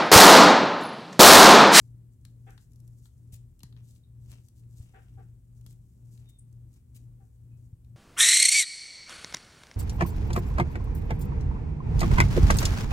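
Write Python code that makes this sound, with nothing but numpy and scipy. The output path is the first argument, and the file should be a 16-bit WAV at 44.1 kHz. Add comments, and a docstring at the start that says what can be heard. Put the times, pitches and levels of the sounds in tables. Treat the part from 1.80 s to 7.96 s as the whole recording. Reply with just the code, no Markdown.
"""Yarn rustles close by as long-nailed fingers knead and turn a small crocheted piece in a small room. Behind
it, two motors hum a little out of step and beat slowly against each other, over a low rumble and a faint hiss.
Nails tick as they snap off stitches, the hands bump softly, and a dog barks a few times far away. Shifting skin
rasps, dragged nails scuff, and a few faint squeaks come and go."""
import sys
import numpy as np
from scipy import signal
from scipy.fft import rfft, irfft, next_fast_len
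from scipy.io import wavfile

SR = 44100
rng = np.random.default_rng(int(sys.argv[2]) if len(sys.argv) > 2 else 0)


def int16_out(signal):
    """Quantize to a 16-bit WAV file."""
    q = np.round(np.clip(np.atleast_2d(signal).T, -1, 1) * 32767)
    wavfile.write(sys.argv[1], SR, q.astype(np.int16))


N = 271684
TIME = np.arange(N) / SR

# fingers sliding over the yarn: (peak time [s], length [s], relative level [dB])
YARN_STROKES = [(0.015, 0.12, -72.5), (.335, 0.027, -78), (0.466, .07, -77), (0.831, 0.032, -72),
                (1.2, 0.033, -71), (1.256, 0.042, -66), (2.109, .095, -65.5), (2.515, 0.13, -66),
                (2.663, .04, -71.5), (2.783, 0.033, -66), (3, 0.099, -66), (3.773, 0.038, -73.5),
                (3.891, 0.066, -67), (4.365, .13, -72), (4.953, 0.058, -72), (5.185, .1, -78),
                (5.495, 0.1, -79.5), (5.818, 0.072, -75)]
# light brushing between strokes: (time [s], relative level [dB])
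LIGHT_BRUSHING = [(0, -92), (.55, -86.5), (.72, -72), (.88, -81.5), (1.1, -75.5), (1.7, -84), (2.3, -89),
                  (3.2, -75), (3.65, -85), (4.05, -77.5), (4.7, -85.5), (6.16, -87.5)]
# tone of slipping fibres: (frequency [Hz], relative level [dB])
YARN_SPECTRUM = [(1500, 2), (4000, -5), (5600, -4), (8300, 0.5), (10500, -5.5), (13000, -8.5), (16000, -8)]
# the room's low rumble: (frequency [Hz], relative level [dB])
RUMBLE_SPECTRUM = [(27, -29.5), (34, -23.5), (39, 2.5), (50, 0), (64, 2), (100, -3), (150, -6.5),
                   (200, -14), (300, -19.5), (450, -29), (650, -37.5), (1200, -45), (2500, -56)]
# how the rumble leans to one side: (frequency [Hz], relative lean to the left [dB])
RUMBLE_LEAN = [(40, -0.5), (130, 3), (270, -2.5), (600, 1)]
# the room's faint hiss: (frequency [Hz], relative level [dB])
HISS_SPECTRUM = [(500, -3), (1500, -0.5), (3000, -1.5), (4800, -4.5), (6200, -3), (8300, 5), (10500, 1),
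                 (15500, 0.5)]
# how alike the room's noise is left and right: (frequency [Hz], likeness [0 to 1])
STEREO_LIKENESS = [(40, 0.98), (150, 0.94), (300, 0.58), (600, 0.11), (1500, 0), (12000, 0.037)]
# single nail ticks: (time [s], relative level [dB], rough pitch [Hz])
NAIL_TICKS = [(0.4511, -53.5, 5800), (0.706, -61, 6900), (0.7781, -56, 2250), (1.2567, -61, 2300),
              (1.7927, -60.5, 11000), (1.8047, -60, 4000), (1.833, -50, 7000), (1.9259, -62, 2600),
              (1.9652, -62.5, 2500), (2.1607, -66.5, 4200), (2.5166, -54, 11500), (2.685, -60.5, 9500),
              (2.8363, -72, 1300), (3.8114, -64.5, 6450), (3.8636, -55, 6900), (4.376, -62.5, 5200),
              (4.7276, -68.5, 9500), (6.0463, -67.5, 5000)]
# the knock, snap and sparkle of a tick: (low edge [Hz], high edge [Hz])
NAIL_BANDS = [(820, 2960), (2300, 4200), (5300, 13600)]
# hands bumping together: (time [s], relative level [dB], pitch [Hz])
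HAND_BUMPS = [(0.458, -45, 104), (1.531, -37.5, 107), (1.836, -39, 146), (2.469, -50, 192),
              (3.000, -36, 83.4), (3.367, -44, 69), (3.864, -48.5, 168), (5.16, -48, 162), (5.929, -36, 99)]
# far barks: (time [s], length [s], relative level [dB], brightness [dB])
DOG_BARKS = [(0.664, 0.044, -61.5, 2.5), (3.135, 0.062, -62, 1), (3.372, 0.045, -60.5, -18),
             (5.395, 0.048, -72.5, -25)]
# the tones in a bark: (multiple of the pitch [number], relative level [dB])
BARK_HARMONICS = [(1, -6), (2, 6.5), (3, -10.5), (4, -20)]
# where the dog's throat rings: (frequency [Hz], width [Hz], relative level [dB])
THROAT_RESONANCES = [(403, 210, 5.5), (703, 107, 4), (1397, 300, 2.5), (1590, 220, -6), (2000, 180, -34),
                     (2830, 1300, -19)]
# skin and hands shifting: (peak time [s], length [s], relative level [dB])
SKIN_SHIFTS = [(0.82, 0.054, -86), (1.991, 0.029, -71), (2.539, 0.083, -66.5), (3.07, 0.13, -78),
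               (3.29, 0.3, -82), (4.423, 0.22, -83), (4.965, 0.069, -83.5)]
# dull tone of rubbing skin: (frequency [Hz], relative level [dB])
SKIN_SPECTRUM = [(250, 9), (500, 2.5), (1000, -1), (1600, -5.5), (2800, 2), (4200, -9), (6000, -6),
                 (10000, -41)]
# nails dragged over stitches: (time [s], length [s], relative level [dB])
NAIL_DRAGS = [(1.521, 0.024, -58.5), (1.539, 0.0096, -56), (1.547, 0.026, -64.5), (3.903, 0.01, -66),
              (3.924, 0.0087, -68), (4.486, 0.022, -65), (5.145, 0.035, -61)]
# bright tone of a dragged nail: (frequency [Hz], relative level [dB])
SCUFF_SPECTRUM = [(500, -4.5), (1200, -14.5), (2500, -1.5), (5000, -3.5), (8300, 6), (12000, -1.5),
                  (16000, 1.5)]
# thin squeaks: (time [s], length [s], pitch [Hz], width [Hz], relative level [dB])
THIN_SQUEAKS = [(2.232, 0.024, 3750, 500, -77), (4.443, .11, 3650, 220, -75),
                (4.508, 0.0856, 3570, 198, -78), (4.585, 0.015, 9020, 1790, -55.5),
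                (4.59, .04, 8450, 910, -72), (5.707, .06, 2520, 300, -80.5)]

MOTOR_HZ, OTHER_MOTOR_HZ = 117.802, 119.947
IN_STEP_S = .14   # a moment when both hums push together


def from_db(db):
    """Turn decibels into a number to multiply a sound by."""
    return 10 ** (np.asarray(db) / 20)


def rms_one(x):
    """Scale a sound to an average strength (rms) of 1."""
    return x / np.sqrt(np.mean(x ** 2) + 1e-20)


def at_hz(points, hz):
    """Read between the rows of a table, with frequency spaced in octaves."""
    freqs, values = np.transpose(points)
    return np.interp(np.log(np.maximum(hz, 1)), np.log(freqs), values)


def pan(left_db):
    """Left and right gains that make the left side left_db louder."""
    return from_db(np.array([[left_db], [-left_db]]) / 2)


def add(out, s, sound):
    """Mix a short sound in at time s."""
    start = round(s * SR)
    out[..., start:start + sound.shape[-1]] += sound[..., :N - start]


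def keep_band(x, kind, hz, order):
    """Keep the lows, the highs or a band; a higher order cuts more steeply."""
    return signal.sosfilt(signal.butter(order, hz, kind, fs=SR, output="sos"), x)


def colour(x, spectrum):
    """Shape the lows and highs of a steady sound; its rms ends up at 1."""
    size = next_fast_len(N)
    gain = from_db(at_hz(spectrum, np.fft.rfftfreq(size, 1 / SR)))
    return rms_one(irfft(rfft(x, size) * gain, size)[..., :N])


def friction(spectrum, per_s, spread_db, stereo_width):
    """Countless tiny slips of uneven size, each a bit different left and right."""
    slipping = rng.random(N) < per_s / SR
    sizes = from_db(spread_db * np.minimum(rng.exponential(1, N), 4))
    pushes = rng.standard_normal(N) + stereo_width * rng.standard_normal((2, N))
    return colour(slipping * sizes * pushes, spectrum)


def stroke(s, length_s, rise_share=.52, squareness=2.42):
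    """Speed of a sliding finger: it builds up, peaks at time s and eases off."""
    width_s = length_s * np.where(TIME < s, rise_share, 1 - rise_share)
    return np.exp(-np.minimum(np.abs((TIME - s) / width_s) ** squareness / 2, 30))


def flutter(per_s, depth_db):
    """A gain that wanders at random, about per_s times a second."""
    steps = rng.standard_normal(4000)
    return from_db(depth_db * np.interp(TIME * per_s, np.arange(len(steps)), steps))


def yarn_rustle(edge_hz=5070, light_db=-78, db_per_octave=21.5):
    """Fingers sliding on yarn hiss; a firmer stroke reaches lower in pitch."""
    slips = friction(YARN_SPECTRUM, per_s=3500, spread_db=2.2, stereo_width=.8)
    slips *= flutter(per_s=63, depth_db=3)   # uneven from stitch to stitch
    brush = from_db(np.interp(TIME, *np.transpose(LIGHT_BRUSHING))) * flutter(per_s=12, depth_db=.5)
    out = brush * keep_band(slips, "high", edge_hz, order=4)
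    for s, length_s, db in YARN_STROKES:
        span = slice(max(int((s - 2 * length_s) * SR), 0), int((s + 2 * length_s) * SR))
        low_hz = edge_hz * 2 ** ((light_db - db) / db_per_octave)
        hiss = keep_band(slips[:, span], "high", low_hz, order=4)
        out[:, span] += from_db(db) * stroke(s, length_s)[span] * hiss
    return out


def reverb(x, fade_s, top_hz):
    """Many echoes off the walls, different on each side, falling 60 dB in fade_s."""
    t = TIME[:SR // 2]
    tail = rng.standard_normal((2, len(t))) * from_db(-60 * t / fade_s) * (1 - np.exp(-t / .0011))
    tail = keep_band(tail, "low", top_hz, order=1)
    return signal.fftconvolve(x, tail / np.sqrt(np.sum(tail ** 2) / 2), axes=-1)[:, :N]


def hum(motor_db, other_motor_db, overtone_db):
    """One motor turns a little slower than the other, so together they throb about twice a second."""
    turn = 2 * np.pi * (TIME - IN_STEP_S)
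    motor = from_db(motor_db) * np.cos(MOTOR_HZ * turn)
    other_motor = from_db(other_motor_db) * np.cos(OTHER_MOTOR_HZ * turn)
    return motor + other_motor + from_db(overtone_db) * np.cos(2 * OTHER_MOTOR_HZ * turn)


def noise_all_around(spectrum):
    """Noise from every side: left and right are alike in the bass, unrelated in the treble."""
    size = next_fast_len(N)
    alike = at_hz(STEREO_LIKENESS, np.fft.rfftfreq(size, 1 / SR))
    shared, opposite = rfft(rng.standard_normal((2, size)))
    both = np.sqrt(1 + alike) * shared + np.sqrt(1 - alike) * opposite * [[1], [-1]]
    return colour(irfft(both, size), spectrum)


def room_air(rumble_db, hiss_db, rumble_throb, hiss_throb):
    """Low rumble and faint hiss that swell and sink with the throb of the hum."""
    beat = np.log(1.25 + np.cos(2 * np.pi * (OTHER_MOTOR_HZ - MOTOR_HZ) * (TIME - IN_STEP_S)))
    rumble = noise_all_around(RUMBLE_SPECTRUM)
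    for channel, side in enumerate((1, -1)):
        rumble[channel] = colour(rumble[channel], [(hz, side * db / 2) for hz, db in RUMBLE_LEAN])
    deep = signal.sosfiltfilt(signal.butter(2, 90, fs=SR, output="sos"), rumble)
    throb_db = rumble_throb * beat
    rumble = deep * from_db(throb_db / 2) + (rumble - deep) * from_db(throb_db)
    hiss = from_db(hiss_db + hiss_throb * beat) * noise_all_around(HISS_SPECTRUM)
    return from_db(rumble_db) * rumble * pan(1.6) + hiss * pan(1.3)


def slipping_strand(start_s=.9193, first_gap_s=.0145, slowing=1.73, first_db=-68.5, hz=8100):
    """A strand tightens as it slips under a nail: lists five ticks, ever slower and harder."""
    gaps = first_gap_s * slowing ** np.arange(4)
    times = start_s + np.append(0, np.cumsum(gaps))
    return [(s, first_db + k, hz) for k, s in enumerate(times)]


def tick_band_levels(db, hz, hard_db=-52.5):
    """A tick is strongest near its pitch, and spreads wider the harder it is."""
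    centres_hz = np.sqrt(np.prod(NAIL_BANDS, axis=1))
    db_per_octave = 4 + .57 * (hard_db - db)
    return db - db_per_octave * np.abs(np.log2(centres_hz / hz))


def resonate(x, hz, width_hz):
    """Ring at one pitch; a smaller width rings longer."""
    r = np.exp(-np.pi * width_hz / SR)
    feedback = [1, -2 * r * np.cos(2 * np.pi * hz / SR), r * r]
    return signal.lfilter(np.array([1, 0, -1]) * (1 - r * r) / 2, feedback, x)


def nail_ticks(crackle=.26, decay_s=.0026, bounce_db=-12.5, bounce_s=.0021):
    """A nail snaps off a stitch or another nail: a click, its echo off the hand and a brief crackle."""
    out, t = np.zeros((2, N)), TIME[:SR // 60]
    for s, tick_db, hz in NAIL_TICKS + slipping_strand():
        click = crackle * rng.standard_normal((2, len(t))) * np.exp(-t / decay_s)
        click[:, 0] += 1
        click[:, round(bounce_s * rng.uniform(.6, 1.4) * SR)] += from_db(bounce_db)
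        click += from_db(-4) * resonate(click, hz=996, width_hz=57)   # a long nail rings briefly
        for edges_hz, db in zip(NAIL_BANDS, tick_band_levels(tick_db, hz)):
            band = keep_band(click, "band", edges_hz, order=3)
            add(out, s, from_db(db) * band / band[:, :SR // 200].std())
    return out


def hand_bumps(rise_cycles=.45):
    """Flesh on flesh: a low thud that dies within a few vibrations."""
    out, t = np.zeros(N), TIME[:SR // 8]
    for s, db, hz in HAND_BUMPS:
        age = t * hz / rise_cycles
        add(out, s, -from_db(db) * age * np.exp(1 - age) * np.sin(2 * np.pi * hz * t))
    return out


def dog(pitch_hz, tone_db, rasp_db, echo_db):
    """Hoarse barks that ring most an octave above their pitch, blurred by walls on the way."""
    out, t = np.zeros((2, N)), TIME[:SR // 3]
    for s, length_s, db, bright_db in DOG_BARKS:
        # the rasp outlasts the tone
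        tone_shape = (1 - np.exp(-t / .009)) * np.exp(-np.maximum(t - .7 * length_s, 0) / .02)
        rasp_shape = (1 - np.exp(-t / .0083)) * np.exp(-np.maximum(t - length_s / 2, 0) / .045)
        noise = rng.standard_normal((3, len(t)))
        breath, jitter = noise[:2], noise[2]
        phase = 2 * np.pi * np.cumsum(pitch_hz * (1 + .24 * jitter)) / SR
        tone = sum(from_db(level) * np.sin(k * phase) for k, level in BARK_HARMONICS)
        throat = sum(from_db(level) * resonate(breath, hz, width)
                     for hz, width, level in THROAT_RESONANCES)
        chest = keep_band(throat, "low", 700, order=1)
        rasp = chest + from_db(bright_db) * (throat - chest)   # a duller bark keeps its lows
        rasp = keep_band(rasp, "low", 3100, order=6) / throat.std()
        add(out, s, from_db(db + tone_db) * tone_shape * tone + from_db(db + rasp_db) * rasp_shape * rasp)
    return out + from_db(echo_db) * reverb(out, fade_s=.092, top_hz=6300)


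def skin_rasp(gain_db):
    """Skin rubs with a soft, dull rasp as the hands shift."""
    press = sum(from_db(db + gain_db) * stroke(s, length_s) for s, length_s, db in SKIN_SHIFTS)
    return press * friction(SKIN_SPECTRUM, per_s=3000, spread_db=6, stereo_width=.58)


def swell(length_s):
    """A rounded rise and fall."""
    return np.sin(np.linspace(0, np.pi, int(length_s * SR))).clip(0) ** .5


def nail_scuffs(gain_db):
    """A nail dragged over stitches gives a short, bright scuff."""
    drag = np.zeros(N)
    for s, length_s, db in NAIL_DRAGS:
        add(drag, s, from_db(db + gain_db) * swell(length_s))
    return drag * friction(SCUFF_SPECTRUM, per_s=12000, spread_db=2.5, stereo_width=1)


def squeaks(droop=.018):
    """Faint, thin, wavering tones that sag in pitch as they go."""
    out = np.zeros(N)
    for s, length_s, hz, width_hz, db in THIN_SQUEAKS:
        shape = swell(length_s)
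        pitch = hz * (1 - droop * np.linspace(-.5, .5, len(shape)))
        phase = 2 * np.pi * np.cumsum(pitch) / SR
        noise = rng.standard_normal((2, SR // 3))
        waver = keep_band(noise, "low", width_hz / 3, order=2)[:, -len(shape):]
        add(out, s, from_db(db) * shape * rms_one(waver[0] * np.cos(phase) + waver[1] * np.sin(phase)))
    return out


def delay_right(x, samples):
    """The right side of the microphone hears the sound just after the left."""
    return np.array([x[0], np.pad(x[1], (samples, 0))[:N]])


def scene():
    """Hands close by and a little to the left, over the room's hum and air and a far dog."""
    rubs = yarn_rustle() + skin_rasp(gain_db=3.5) + nail_scuffs(gain_db=4.5) + squeaks()
    hands = rubs * pan(3.3) + nail_ticks() * pan(4.7)
    hands += from_db(-10.5) * reverb(hands, fade_s=.26, top_hz=6600)
    drone = hum(motor_db=-50, other_motor_db=-53.5, overtone_db=-74) * pan(3.1)
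    air = room_air(rumble_db=-55, hiss_db=-79.5, rumble_throb=2, hiss_throb=.3)
    thuds = hand_bumps() * pan(1.5)
    barks = dog(pitch_hz=388, tone_db=.3, rasp_db=2.5, echo_db=-11) * pan(2.7)
    return delay_right(hands + drone + air + thuds + barks, samples=7)


def record(dry, cutoff_hz=15900):
    """The very highest treble is cut off steeply."""
    return signal.sosfilt(signal.ellip(10, .1, 70, cutoff_hz, fs=SR, output="sos"), dry)


dry = scene()
out = record(dry)
int16_out(out)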